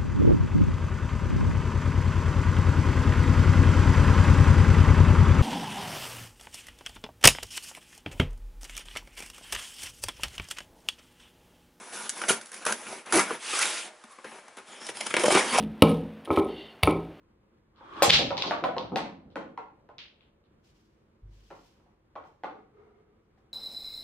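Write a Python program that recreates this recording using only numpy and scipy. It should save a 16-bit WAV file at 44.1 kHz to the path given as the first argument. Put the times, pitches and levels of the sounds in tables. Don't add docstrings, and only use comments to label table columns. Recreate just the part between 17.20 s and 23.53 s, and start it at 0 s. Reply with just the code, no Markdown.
import sys
import numpy as np
from scipy import signal
from scipy.fft import rfft, irfft, next_fast_len
from scipy.io import wavfile
from scipy.ndimage import uniform_filter1d

SR = 44100
rng = np.random.default_rng(int(sys.argv[2]) if len(sys.argv) > 2 else 0)


def dump_mix(stems):
    frames = np.atleast_2d(stems).T
    limited = np.clip(frames, -1, 1)
    pcm = np.round(limited * 32767).astype(np.int16)
    wavfile.write(sys.argv[1], SR, pcm)


def volts_from_db(level):
    exponent = np.asarray(level, float) / 20
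    return 10 ** exponent


N = 279153
STRIKE_S = 0.8228


def click(db, hz, pan_db, wet_db):
    edge = volts_from_db(-23) * wavelet(1.7 * hz, turns=0.4) + volts_from_db(-36.5) * wavelet(4.1 * hz, turns=0.5)
    body = filtered(wavelet(hz, turns=0.6), lambda f: 1 / np.sqrt(1 + (f / (1.75 * hz)) ** 14))
    sound = body + volts_from_db(0.72 * (db + 5.5)) * edge
    return heard(volts_from_db(db) * sound, pan_db, wet_db)


def wavelet(hz, turns):
    u = np.arange(700) / SR * hz - 1.25
    rise = np.exp(-(u / 0.47) ** 2)
    decay = 1 / np.cosh(u / turns)
    swings = np.where(u < 0, rise, decay) * np.cos(2 * np.pi * u)
    return swings * np.clip(2 * (u + 1.25), 0, 1) ** 2


# start in seconds, peak level in dB, click pitch in Hz, #
# left-over-right in dB, room level in dB.
MORE_CLICKS = [
    (.9052, 4.5, 3500, 0, 3),
    (1.2222, -9.5, 3600, .5, -3),
]


def add_rack(mix):
    contacts, first_gap_s, quicken = 7, 0.0019, 0.9
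    k = np.arange(contacts)
    times = 0.8932 + first_gap_s * (1 - quicken ** k) / (1 - quicken)
    levels = np.linspace(-14, -3.5, contacts)
    pitches = np.geomspace(4000, 2800, contacts)
    for s, db, hz in zip(times, levels, pitches):
        add(mix, s, click(db, hz, pan_db=0, wet_db=-3))
    for s, *row in MORE_CLICKS:
        add(mix, s, click(*row))


# start in seconds, peak level in dB, click pitch in Hz,
# left-over-right in dB, room level in dB.
BALL_CLICKS = [(0.5605, -53.5, 3560, 9, 6), (0.7363, -45.5, 3350, -1, 2), (0.768, -37, 3300, 5, 0.5),
               (0.9255, -10, 3460, -3.5, 1.5), (0.9328, -9.5, 4067, -6, 8.5), (0.9433, -15, 3653, 10, -1),
               (1.1696, -20.5, 3674, 4, 7.5), (1.1782, -19, 4030, 0, -2), (1.2588, -29.5, 3850, 7, 15),
               (1.4415, -21.5, 3340, 0, -3), (1.5822, -19, 3570, -0.5, -3.5),
               (2.1033, -56.5, 3563, 10, 6.5), (2.7829, -29.5, 3830, -0.5, 1.5), (2.789, -33, 2980, 2, 7.5),
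               (3.0082, -48, 2960, 5.5, 1.5), (3.24, -63, 3300, 2.5, 6)]


def add_ball_clicks(mix):
    for s, *row in BALL_CLICKS:
        add(mix, s, click(*row))


# pitch in Hz, level in dB, time to fall 60 dB in seconds.
BOX_MODES = [(170.37, -9.5, 0.13), (276, -7, 0.077), (345, -8, .09), (455, -5, .09), (553, -2.5, 0.086),
             (673, -10.5, 0.078), (773.2, -1, 0.061), (900, -1, 0.055), (1089, -3.5, 0.054),
             (1204, -10, 0.083), (1389.6, -3.5, 0.048), (1412, -11.5, 0.051), (2113, -7, 0.043),
             (2390, -11, 0.036), (3350, 4, 0.019)]
# frequency in Hz, level in dB.
TICK_COLOUR = [(500, -38), (1300, 5.5), (2200, 1), (3400, 5), (4800, 3), (8000, -22), (12000, -29.5),
               (15500, -31)]


def knock(db, hz, tick_db, ring_db, wet_db):
    t = np.arange(3600) / SR
    u = 1.175 * 2 * np.pi * hz * t[:1500]
    blow = np.diff(u ** 4 * np.exp(-u), 2)

    box = np.zeros(len(t))
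    for f, mode_db, t60 in BOX_MODES + BOX_MODES:
        swing = np.sin(2 * np.pi * (f * rng.uniform(0.92, 1.08) * t + rng.random()))
        fade = volts_from_db(mode_db - 60 * t / min(t60, 0.06, 60 / f))
        box += fade * swing * rng.uniform(0.65, 1)
    box = signal.fftconvolve(box * np.minimum(t / 0.0035, 1), blow)[:len(t)]
    sound = volts_from_db(ring_db) * box / abs(box).max()
    add(sound, 0.001, volts_from_db(-3) * blow / abs(blow).max())

    chatter = 0.06 * volts_from_db(-60 * t[:900] / 0.004) * rng.standard_normal(900)
    chatter[0] = 1

    def tick_gain(f):
        harder_is_brighter = (db + 12) * np.clip(f / 10000, 0, 1)
        return volts_from_db(read(TICK_COLOUR, f) + harder_is_brighter)

    tick = filtered(np.roll(chatter, 70), tick_gain)
    add(sound, 0, volts_from_db(tick_db) * tick / abs(tick).max())
    return heard(volts_from_db(db) * sound, 0, wet_db)


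# start in seconds, #
# peak level in dB, blow pitch in Hz, tick level in dB, ring level in dB.
KNOCKS_ON_WOOD = [(0.607, -51, 980, -31, 5), (0.8211, -3, 737, -6, -13.5), (1.105, -23.5, 817, -2.5, 2),
                  (1.18, -22, 648, 1.5, -13.5), (1.236, -22.5, 996, -20, -3.5),
                  (1.309, -12, 888, -31, -8.5), (1.438, -14, 802, -36, -2), (1.565, -24, 685, -10.5, -1.5),
                  (1.758, -17.5, 830, 3, -1.5), (1.862, -29, 703, -13.5, -14),
                  (2.1565, -23, 1063, -18.5, -5), (2.375, -28.5, 918.2, -26, -2.5),
                  (2.689, -42.5, 913, -34, -0.5), (4.303, -40.5, 856, -11, -1.5),
                  (4.310, -36.5, 815, -21, -8), (4.599, -60, 897, -16.5, -3), (4.659, -62, 772, -18, 0.5),
                  (4.954, -38, 894, -22, -1.5), (4.959, -35.5, 946, -21, -1.5), (5.038, -48, 1070, -8, -2),
                  (5.235, -27.5, 912, -28, -3), (5.243, -30, 850, -10, -2), (5.799, -63.5, 990, -22, -11),
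                  (6.175, -60, 968, -9, -5)]


def add_knocks(mix):
    for s, db, hz, tick_db, ring_db in KNOCKS_ON_WOOD:
        add(mix, s, knock(db, hz, tick_db, ring_db, wet_db=1.5 + 0.0159 * db))


# start in seconds, peak level in dB, blow pitch in Hz,
# ring level in dB.
CUSHION_THUDS = [(0.879, -26, 133, -10), (0.967, -42, 135, 0), (0.99, -30, 347, 4),
                 (1.008, -23.5, 323, -11.5), (1.262, -25, 320, -11), (1.423, -32.5, 258, 0),
                 (1.719, -24, 261, -3), (2.06, -49, 102, -10), (2.16, -31, 398, -2), (4.309, -52.5, 256, 1),
                 (5.24, -46.5, 353, -1)]


def add_thuds(mix):
    for s, db, hz, ring_db in CUSHION_THUDS:
        add(mix, s, knock(db, hz, -21, ring_db, wet_db=3))


# frequency in Hz, level in dB.
CRACK_COLOUR = [(800, -26.5), (1800, -11), (3500, -5), (5500, -8), (8000, -9.5), (12000, -16), (15800, -23)]


def crack(db):
    t = np.arange(6000) / SR
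    burst = evened(filtered(rng.standard_normal(len(t)), lambda f: volts_from_db(read(CRACK_COLOUR, f))))
    fade = volts_from_db(db - 60 * t / 0.063)
    return heard(fade * burst * np.minimum(t / 0.0027, 1), 0.3, wet_db=2.5)


# start in seconds, level in dB.
RIM_RATTLES = [
    (.935, -40),
    (.985, -45),
    (1.441, -57),
    (1.76, -46),
    (2.157, -60.5),
]


def add_cracks(mix):
    add(mix, STRIKE_S, crack(-17))
    for s, db in RIM_RATTLES:
        add(mix, s, crack(db))


# pitch in Hz, width in Hz, level in dB.
SHAFT_PEAKS = [(345, 32, -3), (1070, 130, -10.5), (1160, 100, -1.5), (1620, 22, -14.5), (2370, 16, -15),
               (3300, 150, -17)]


def cue_slide():
    t = np.arange(N) / SR
    growing_db = -36 - 105 * np.maximum(STRIKE_S - t, 0)
    stopping_db = 1000 * np.maximum(t - STRIKE_S, 0)
    start = np.clip((t - 0.523) / 0.06, 0, 1)
    return noise(humps(SHAFT_PEAKS)) * volts_from_db(growing_db - stopping_db) * start * lumps(700, 0.7)


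# time of full level in seconds, level in dB, rise in seconds,
# hold in seconds, fade in dB per second.
ROLLS = [
    (.99, -51.5, .2, 0.15, 11),
    (1.65, -41.5, 0.35, 0.0038, 172),
    (2.2, -58.5, 0.49, .02, 56.5),
]
# frequency in Hz, level in dB per Hz.
BED_COLOUR = [(24, -24), (40, -14.5), (107, 0), (218, 0.5), (303, 0), (373, -1), (565, 0), (1030, -16),
              (1130, -13), (2140, -28.5), (2500, -31), (3250, -55), (5500, -120)]


def rolling():
    return noise(lambda f: volts_from_db(read(BED_COLOUR, f))) * strokes(ROLLS) * lumps(900, 0.93)


# time of full level in seconds, level in dB, rise in seconds,
# hold in seconds, fade in dB per second.
CHANNEL_ROLLS = [
    (5.388, -54.5, 0.17, 0.0062, 150),
    (5.59, -56.5, 0.11, .02, 41.47),
]
# pitch in Hz, width in Hz, level in dB.
CHANNEL_PEAKS = [(419, 12, -4), (734, 42, -22), (962, 9.8, -20), (1249, 50, -20.5), (2140, 43, -30)]


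def pocket_channel():
    return noise(humps(CHANNEL_PEAKS)) * strokes(CHANNEL_ROLLS) * lumps(600, 0.64)


# start in seconds, peak level in dB.
HEEL_STEPS = [
    (3.515, -63),
    (4.022, -37.5),
]
# pitch in Hz, level in dB, time to fall 60 dB in seconds.
FLOOR_MODES = [(47.4, 1.5, 0.89), (63.5, -22.5, .3), (100.3, -5, 0.68), (127, -8.5, 0.45)]


def add_heels(mix):
    t = np.arange(SR // 2) / SR
    boom = sum(volts_from_db(db - 60 * t / t60) * np.sin(2 * np.pi * f * t) for f, db, t60 in FLOOR_MODES)
    boom = boom / abs(boom).max() * np.minimum(t / 0.016, 1)
    for s, db in HEEL_STEPS:
        add(mix, s, volts_from_db(db) * boom * np.ones((2, 1)))


# time of full level in seconds, level in dB, rise in seconds,
# hold in seconds, fade in dB per second.
CLOTH_BRUSHES = [
    (3.448, -71, 0.0268, 0.055, 301.7),
    (3.556, -73, 0.052, .02, 60.55),
    (4.136, -72, 0.071, .1, 60),
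    (4.31, -68.5, 0.22, 0.17, 84.6),
    (5.066, -75.5, 0.096, .005, 115),
    (6.056, -90, .1, .005, 201.3),
    (6.18, -84, .01, .005, 200),
]
# frequency in Hz, level in dB per Hz.
CLOTH_COLOUR = [(880, -75), (1500, 0), (1560, -3), (1740, -3.5), (3020, 3), (3640, 0.5), (5510, 0.5),
                (9850, -14), (12200, -15), (15800, -18)]


def cloth():
    return noise(lambda f: volts_from_db(read(CLOTH_COLOUR, f))) * strokes(CLOTH_BRUSHES) * lumps(400, 0.9)


# frequency in Hz, level in dB per Hz.
HUSH_COLOUR = [(18, -28.5), (30, -7), (108, -9), (183, -12), (220, -7.5), (258, -18), (326, -9.5),
               (382, -15), (551, -18), (628, -25), (1030, -23), (2210, -32.5), (15800, -60)]
# frequency in Hz, likeness (held within 0 to 1).
HUSH_LIKENESS = [(60, 0.98), (180, 0.97), (550, 0.46), (1650, -1.2), (4970, 0.98), (15000, -0.29)]


def hush():
    return volts_from_db(-65.5) * noise(lambda f: volts_from_db(read(HUSH_COLOUR, f)), HUSH_LIKENESS) * lumps(4000, 1.1)


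# delay in seconds, level in dB.
NEAR_WALLS = [
    (.0009, -3),
    (.0058, -8),
    (.009, -13),
    (.0135, -14),
]


def heard(sound, pan_db, wet_db):
    early = np.zeros((2, 1200))
    early[:, 0] = 1
    for s, db in NEAR_WALLS:
        sideways = rng.integers(0, 1 + int(s * 1000), 2)
        at = int(s * SR * rng.uniform(0.9, 1.1)) + sideways
        early[[0, 1], at] = volts_from_db(db) * rng.choice([-1, 1])
    result = volts_from_db(wet_db) * signal.fftconvolve(sound[None], room_tail(), axes=1)
    near = panned(sound, np.clip(pan_db, -4, 4))
    add(result, 0, signal.fftconvolve(near, early, axes=1))
    return result


def panned(x, pan_db):
    delay = round(2.5 + pan_db / 2)
    return np.array([x, np.roll(x, delay)]) * volts_from_db([[pan_db / 2], [-pan_db / 2]])


# frequency in Hz, time to fall 60 dB in seconds.
ROOM_T60 = [(150, 0.83), (400, 0.44), (1000, 0.39), (2800, 0.4), (7000, 0.33), (11000, 0.15),
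            (15000, 0.096)]
# frequency in Hz, likeness from 0 to 1.
ROOM_LIKENESS = [(60, .92), (130, .97), (300, .78), (600, .35), (1200, .3), (3000, .15), (5000, 0),
                 (10000, 0)]
LAG = 4


def room_tail():
    size = SR // 2
    taps = rng.standard_normal((2, size)) * (rng.random((2, size)) < 0.15)
    hz, t, z = signal.stft(taps, SR, nperseg=256)
    like = read(ROOM_LIKENESS, hz)[:, None]
    mid, side = z[0] * np.sqrt(1 + like), z[1] * np.sqrt(1 - like)
    fading = np.array([mid + side, mid - side]) * volts_from_db(-60 * t / read(ROOM_T60, hz)[:, None])
    tail = signal.istft(fading, SR, nperseg=256)[1][:, :size]
    tail = tail * np.clip((np.arange(size) / SR - 0.004) / 0.0061, 0, 1)
    return np.array([np.roll(tail[0], LAG), tail[1]]) / np.linalg.norm(tail[0])


def strokes(rows):
    t = np.arange(N) / SR
    power = np.zeros(N)
    for s, db, rise, hold, fade in rows:
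        below_db = 20 * np.maximum(s - t, 0) / rise + fade * np.maximum(t - s - hold, 0)
        power += volts_from_db(2 * (db - below_db))
    return np.sqrt(power)


def lumps(size, db):
    return volts_from_db(db * evened(uniform_filter1d(rng.standard_normal(N), size)))


def humps(peaks):
    def gain(hz):
        power = sum(volts_from_db(2 * db) / (1 + ((hz - f) / (1.1 * width)) ** 2) for f, width, db in peaks)
        return np.sqrt(power / (1 + (hz / 5000) ** 4))
    return gain


def noise(gain, likeness=ROOM_LIKENESS):
    return evened(filtered(pair(rng.standard_normal((2, N)), likeness), gain))


def pair(x, likeness):
    def like(hz):
        return np.clip(read(likeness, hz), 0, 1)
    mid = filtered(x[0], lambda hz: np.sqrt((1 + like(hz)) / 2))
    side = filtered(x[1], lambda hz: np.sqrt((1 - like(hz)) / 2))
    return np.array([np.roll(mid + side, LAG), mid - side])


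def filtered(x, gain):
    size = next_fast_len(x.shape[-1])
    spectrum = rfft(x, size) * gain(np.fft.rfftfreq(size, 1 / SR))
    return irfft(spectrum, size)[..., :x.shape[-1]]


def read(points, hz):
    f, value = np.transpose(points)
    return np.interp(np.log(hz + 1), np.log(f + 1), value)


def evened(x):
    return x / np.sqrt(np.mean(x ** 2) + 1e-20)


def add(mix, s, sound):
    part = mix[..., round(s * SR):][..., :sound.shape[-1]]
    part += sound[..., :part.shape[-1]]


def scene():
    mix = cue_slide() + rolling() + pocket_channel() + cloth() + hush()
    add_rack(mix)
    add_ball_clicks(mix)
    add_knocks(mix)
    add_thuds(mix)
    add_cracks(mix)
    add_heels(mix)
    return mix


def low_pass(x):
    return signal.sosfilt(signal.butter(12, 15750, fs=SR, output="sos"), x)


def record(dry):
    def microphone(hz):
        bass_cut = hz ** 2 / np.sqrt(hz ** 4 + 35.0 ** 4)
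        return bass_cut * np.clip((15900 - hz) / 200, 0, 1)

    dry = filtered(dry, microphone)
    peak_db = 20 * np.log10(abs(dry).max(0) + 1e-9)
    fall = np.arange(N) * 240.0 / SR
    held_db = np.maximum.accumulate(peak_db + fall) - fall
    over_db = np.maximum(held_db + 3.5, 0)
    lagging_db = signal.lfilter([0.01], [1, 0.01 - 1], over_db)
    mix = np.tanh(dry / volts_from_db(1.7 * lagging_db))
    return low_pass(mix)


dry = scene()
out = record(dry)
dump_mix(out)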